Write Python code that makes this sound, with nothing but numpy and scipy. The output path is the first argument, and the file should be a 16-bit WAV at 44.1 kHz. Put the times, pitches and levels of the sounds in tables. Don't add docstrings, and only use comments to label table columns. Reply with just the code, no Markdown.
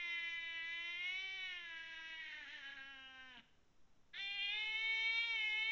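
import sys
import numpy as np
from scipy import signal
from scipy.fft import rfft, irfft
from scipy.io import wavfile

SR = 44100
rng = np.random.default_rng(int(sys.argv[2]) if len(sys.argv) > 2 else 0)


def digitize_waveform(pressure):
    field = np.atleast_2d(pressure).T
    bounded = np.clip(field, -1, 1)
    quanta = np.round(bounded * 32767).astype(np.int16)
    wavfile.write(sys.argv[1], SR, quanta)


N = 251811
STEP = 32
TIME = np.arange(N) / SR
TICKS = TIME[::STEP]
CUTOFF_HZ = 7800


def from_db(db):
    return 10 ** (np.asarray(db) / 20)


def rms_one(x):
    return x / np.sqrt(np.mean(x ** 2) + 1e-20)


def control_curve(points):
    return np.interp(TICKS, *np.transpose(points))


def audio_rate(control):
    return np.interp(TIME, TICKS, control)


def gain_at(spectrum, hz):
    points_hz, levels_db = np.transpose(spectrum)
    return from_db(np.interp(np.log(hz), np.log(points_hz), levels_db))


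def drift(rate_hz, count=1):
    pole = np.exp(-2 * np.pi * rate_hz * STEP / SR)
    white = rng.standard_normal((count, 2 * len(TICKS)))
    slow = signal.lfilter([1], [1, -2 * pole, pole * pole], white)
    return rms_one(slow[:, len(TICKS):])


def coloured(noise, spectrum):
    hz = np.maximum(np.arange(N // 2 + 1) * SR / N, 1)
    return rms_one(irfft(rfft(noise) * gain_at(spectrum, hz), N))


# frequency_hz, relative_density_db
ROOM_SPECTRUM = [(10, -1), (20, -12.5), (38, -19), (100, -24), (213, -26.5), (450, -32), (1150, -36.5),
                 (2100, -41), (3900, -42.5), (4500, -51), (5500, -42.5), (7000, -48), (7800, -54)]
def room_tone(level_db=-68.5):
    return from_db(level_db) * coloured(rng.standard_normal(N), ROOM_SPECTRUM)


def reverberation(sound, t60_s=0.63, level_db=-11):
    t = TIME[:SR // 2]
    tail = rng.standard_normal(len(t)) * from_db(-60 * t / t60_s) * (t > .004)
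    return from_db(level_db) * signal.fftconvolve(sound, tail / np.linalg.norm(tail))[:N]


# start_s, end_s, pitch_hz, level_db
THIN_TONES = [(4.165, 4.52, 4196, -61.5), (4.773, 5.162, 3946, -58)]
def thin_tone(start_s, end_s, pitch_hz, level_db):
    gate = np.clip(np.minimum(TICKS - start_s, end_s - TICKS) / 0.02, 0, 1)
    envelope = gate * from_db(level_db + 3.8 * drift(36)[0])
    return audio_rate(envelope) * np.sin(2 * np.pi * pitch_hz * TIME)


# time_s, strength_db
FOLD_SLAPS = [(3.3727, -53.5), (3.3805, -54), (3.395, -57)]
# frequency_hz, gain_db, t60_s
THROAT_MODES = [(230, -5, 0.053), (1660, 3, .005), (2950, 17.5, 0.006), (3750, -16, 0.0057)]
def creak(closing_s=0.00072):
    t = TIME[:SR // 20]
    ring = sum(from_db(db - 60 * t / t60) * np.sin(2 * np.pi * hz * t) for hz, db, t60 in THROAT_MODES)
    slaps = np.zeros(N)
    for time_s, strength_db in FOLD_SLAPS:
        slaps[round(time_s * SR)] = from_db(strength_db)
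    return signal.fftconvolve(slaps, ring * (1 - np.exp(-t / closing_s)))[:N]


def mouth_rasp(centre_hz, width_hz=510):
    angle = 2 * np.pi * np.cumsum(audio_rate(centre_hz)) / SR
    in_phase, quadrature = drift(width_hz, count=2)
    return audio_rate(in_phase) * np.cos(angle) + audio_rate(quadrature) * np.sin(angle)


# frequency_hz, relative_density_db
BREATH_SPECTRA = [
    [(200, -31.5), (700, -26), (1200, -38), (1500, -24), (1800, -1), (2200, -1.5), (2500, -4.5),
     (3000, -5.5), (3600, -4.5), (4100, -11), (4600, -27.5), (5800, -23.5), (6600, -23.5), (8000, -57.5)],
    [(200, -27), (1200, -21), (1600, -20), (2000, -27), (2500, -22.5), (2900, -7), (3600, -0.5), (4100, -8),
     (4600, -28), (5800, -28.5), (6400, -39.5), (8000, -47)],
]
def throat_rasp(which, phase):
    puffs = rng.standard_normal(N) * (1 + 1.4 * np.cos(phase))
    return coloured(puffs, BREATH_SPECTRA[which])


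def band(gains, hz, low_hz, high_hz, level_db):
    weights = gains / np.sqrt((1 + (low_hz / hz) ** 60) * (1 + (hz / high_hz) ** 60))
    return weights / np.sqrt(np.sum(weights ** 2, axis=0) + 1e-12) * from_db(level_db)


def partials(sizes, phase, flutter_db, shift_hz=0):
    sizes = sizes * from_db(flutter_db * drift(33, count=len(sizes)))
    smear = rng.normal(0, 1.59, len(sizes))
    live = slice(*np.flatnonzero(audio_rate(sizes.sum(axis=0)))[[0, -1]])
    tone = np.zeros(N)
    for k, size in enumerate(sizes):
        angle = (k + 1) * phase[live] + 2 * np.pi * shift_hz * TIME[live] + smear[k]
        tone[live] += np.sqrt(2) * audio_rate(size)[live] * np.cos(angle)
    return tone


# frequency_hz, relative_gain_db
SHRILL_SPECTRA = [
    [(3250, -22.5), (3450, 6), (3600, -5), (3780, 4.5), (4100, -6.5), (4450, -18), (4750, -24),
     (5050, -13.5), (5400, -15.5), (5750, -8.5), (6150, -27), (6450, -14), (6800, -53), (7800, -52)],
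    [(3300, -5.5), (3600, 18.5), (3750, -13.5), (4100, 0), (4300, -21), (4550, -32.5), (5000, -22.5),
     (5450, -26.5), (5900, -22), (6250, -42.5), (6650, -32), (7100, -35.5), (7500, -50)],
]
def shrill_partials(which, harmonic_hz, phase, clear, shrill_db, sheen_db, shift_hz=2757):
    hz = harmonic_hz + shift_hz
    gains = gain_at(SHRILL_SPECTRA[which], hz)
    sizes = band(gains, hz, 3300, 4500, shrill_db) + band(gains, hz, 4500, CUTOFF_HZ, sheen_db)
    return partials(sizes * clear, phase, flutter_db=1.6, shift_hz=shift_hz)


# frequency_hz, relative_gain_db
TRACT_RESPONSES = [
    [(250, -8.5), (400, -14), (660, -11.5), (1000, -3.5), (1200, -14), (1400, -8), (1650, -7), (1950, -6.5),
     (2260, -0.5), (2550, -6.5), (3050, 0), (3250, -7.5), (3500, -22)],
    [(400, -21), (880, -8), (1250, -23), (1380, -10), (1600, -4), (1800, -4), (2000, -3), (2250, 4.5),
     (2450, -3.5), (2650, -7), (3100, -3), (3280, -4.5), (3500, -12.5)],
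]
def vocal_tract(which, hz, mouth_hz, width_hz, chest_db, mouth_db, throat_db):
    tract = gain_at(TRACT_RESPONSES[which], hz)
    resonance = 1 / np.sqrt(1 + (2 * (hz - mouth_hz) / width_hz) ** 2)
    return (band(tract, hz, 100, 1400, chest_db)
            + band(tract * resonance, hz, 1400, 2520, mouth_db)
            + band(tract, hz, 2520, 3300, throat_db))


# usual_level_db, db_per_effort_db, db_per_octave
BAND_SLOPES = [
    [(-69, -0.16, 5), (-56, 0.27, 18.5), (-64, 0.92, 12), (-76.5, 0.22, 14.5)],
    [(-63, 0.3, 32), (-46, 0.25, -4), (-52.5, -0.36, 12), (-70.5, 0.23, 30.5)],
]
def band_levels(which, start_s, extra_effort_db, octaves, opening_s=0.039, tremble_db=1.55):
    opening_db = -15 * np.exp(-np.maximum(TICKS - start_s, 0) ** 2 / opening_s ** 2)
    return [db + opening_db + per_db * extra_effort_db + per_octave * octaves + tremble_db * drift(5.3)[0]
            for db, per_db, per_octave in BAND_SLOPES[which]]


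def vocal_folds(pitch_hz, hoarse, quiver=.0019, jitter=.022, shimmer=.55):
    wobble = quiver * drift(25)[0] + jitter * hoarse * drift(180)[0]
    cycles = np.cumsum(audio_rate(pitch_hz * (1 + wobble))) / SR
    per_cycle = rng.standard_normal(len(TICKS))
    unevenness = np.interp(cycles, np.arange(len(per_cycle)), per_cycle)
    strength = 1 + shimmer * audio_rate(hoarse ** 2.8) * unevenness
    return 2 * np.pi * cycles, strength


# time_s, pitch_hz
FIRST_PITCH = [(0.0, 349.4), (0.07, 343.8), (0.25, 338.3), (0.63, 330.6), (0.94, 345.3), (1.23, 382.8),
               (1.36, 380.6), (1.42, 373.6), (1.45, 373.8), (1.7, 331.8), (1.8, 327.2), (2.1, 324.2),
               (2.17, 323.7), (2.42, 296.3), (2.47, 274.5), (2.53, 305.2), (2.6, 284.8), (2.62, 273.7),
               (2.7, 275.2), (2.75, 283.0), (2.78, 269.8), (2.91, 275.2), (2.97, 266.3), (3.27, 259),
               (3.34, 249), (3.4, 225.6)]
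SECOND_PITCH = [(4.14, 337.5), (4.174, 368.8), (4.2, 394.4), (4.274, 396.2), (4.354, 403), (4.402, 396),
                (4.428, 404.5), (4.48, 400.3), (4.55, 423.5), (4.664, 432.6), (4.734, 436.1),
                (4.816, 443.8), (5.04, 448), (5.258, 465.3), (5.332, 454.6), (5.402, 433.3), (5.52, 427.4),
                (5.71, 447.4)]
# time_s, level_db
EFFORT_CURVES = [
    [(0.0, -46), (0.2, -44.5), (0.49, -49), (0.73, -46), (0.78, -48), (1.03, -48), (1.06, -44.5),
     (1.33, -50), (1.49, -48.5), (1.59, -54), (1.78, -52.5), (1.83, -54.5), (2.19, -52.5), (2.2, -49.5),
     (2.58, -56.5), (2.71, -52.5), (2.76, -61), (2.77, -52.5), (3.09, -63), (3.21, -57), (3.38, -65.5),
     (3.41, -62)],
    [(4.142, -49), (4.18, -50), (4.386, -48.5), (4.666, -46), (4.884, -40.5), (5.106, -40), (5.29, -42),
     (5.442, -41.5), (5.71, -41)],
]
# time_s, pitch_multiple
JAW_TUNING = [
    [(0, 6.2), (.9, 6.2), (1.7, 5.3), (2.05, 5.3), (2.22, 6.2), (2.95, 5.9), (3.25, 6.2), (3.41, 7.4)],
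    [(4.18, 5), (4.23, 5.8), (4.55, 5.7), (4.7, 5)],
]
# time_s, hoarse_to_clear_db
HOARSENESS = [
    [(0, -21), (1.25, -17), (1.9, -9), (2.18, -8), (2.32, -1), (2.58, -1), (2.67, -7), (2.745, 0),
     (2.82, -13), (3.08, -28), (3.28, -17), (3.38, 2)],
    [(4.14, 3), (4.18, -2), (4.23, -22), (4.43, -27), (4.55, -16), (4.95, -24), (5.1, -20), (5.22, -28),
     (5.45, -23)],
]
# start_s, end_s, usual_effort_db, usual_pitch_hz
CALLS = [(-.3, 3.415, -51, 330), (4.14, 5.8, -42, 430)]
def meow(which, mouth_width_hz, mouth_rasp_db, throat_rasp_db):
    start_s, end_s, usual_db, usual_hz = CALLS[which]
    pitch_hz = control_curve([FIRST_PITCH, SECOND_PITCH][which])
    effort_db = control_curve(EFFORT_CURVES[which])
    mouth_hz = control_curve(JAW_TUNING[which]) * pitch_hz
    octaves = np.log2(pitch_hz / usual_hz)
    chest_db, throat_db, shrill_db, sheen_db = band_levels(which, start_s, effort_db - usual_db, octaves)
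    voiced = np.clip((TICKS - start_s) / .008 + 1, 0, 1) * np.clip((end_s - TICKS) / .015, 0, 1)
    ratio = from_db(control_curve(HOARSENESS[which]))
    hoarse = ratio / np.sqrt(1 + ratio ** 2)
    clear = voiced * np.sqrt(1 - hoarse ** 2)

    phase, strength = vocal_folds(pitch_hz, hoarse)
    harmonic_hz = np.arange(1, 18)[:, None] * pitch_hz
    mouth_db = effort_db + 0.3
    sizes = vocal_tract(which, harmonic_hz, mouth_hz, mouth_width_hz, chest_db, mouth_db, throat_db)
    tone = partials(sizes * clear, phase, flutter_db=.45 + 4 * hoarse)
    tone += shrill_partials(which, harmonic_hz, phase, clear, shrill_db, sheen_db)

    treble = np.hypot(from_db(throat_db), from_db(shrill_db))
    rasp = throat_rasp(which, phase) * audio_rate(from_db(throat_rasp_db) * treble)
    rasp += mouth_rasp(mouth_hz) * audio_rate(from_db(effort_db + mouth_rasp_db) * hoarse)
    return strength * tone + rasp * audio_rate(hoarse * voiced)


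def scene():
    first = meow(which=0, mouth_width_hz=190, mouth_rasp_db=-6, throat_rasp_db=2)
    second = meow(which=1, mouth_width_hz=283, mouth_rasp_db=-16, throat_rasp_db=5)
    direct = first + creak() + second + sum(thin_tone(*row) for row in THIN_TONES)
    return (room_tone() + reverberation(direct) + direct)[None]


def record(dry):
    return signal.sosfilt(signal.ellip(10, .1, 70, CUTOFF_HZ, fs=SR, output="sos"), dry)


dry = scene()
out = record(dry)
digitize_waveform(out)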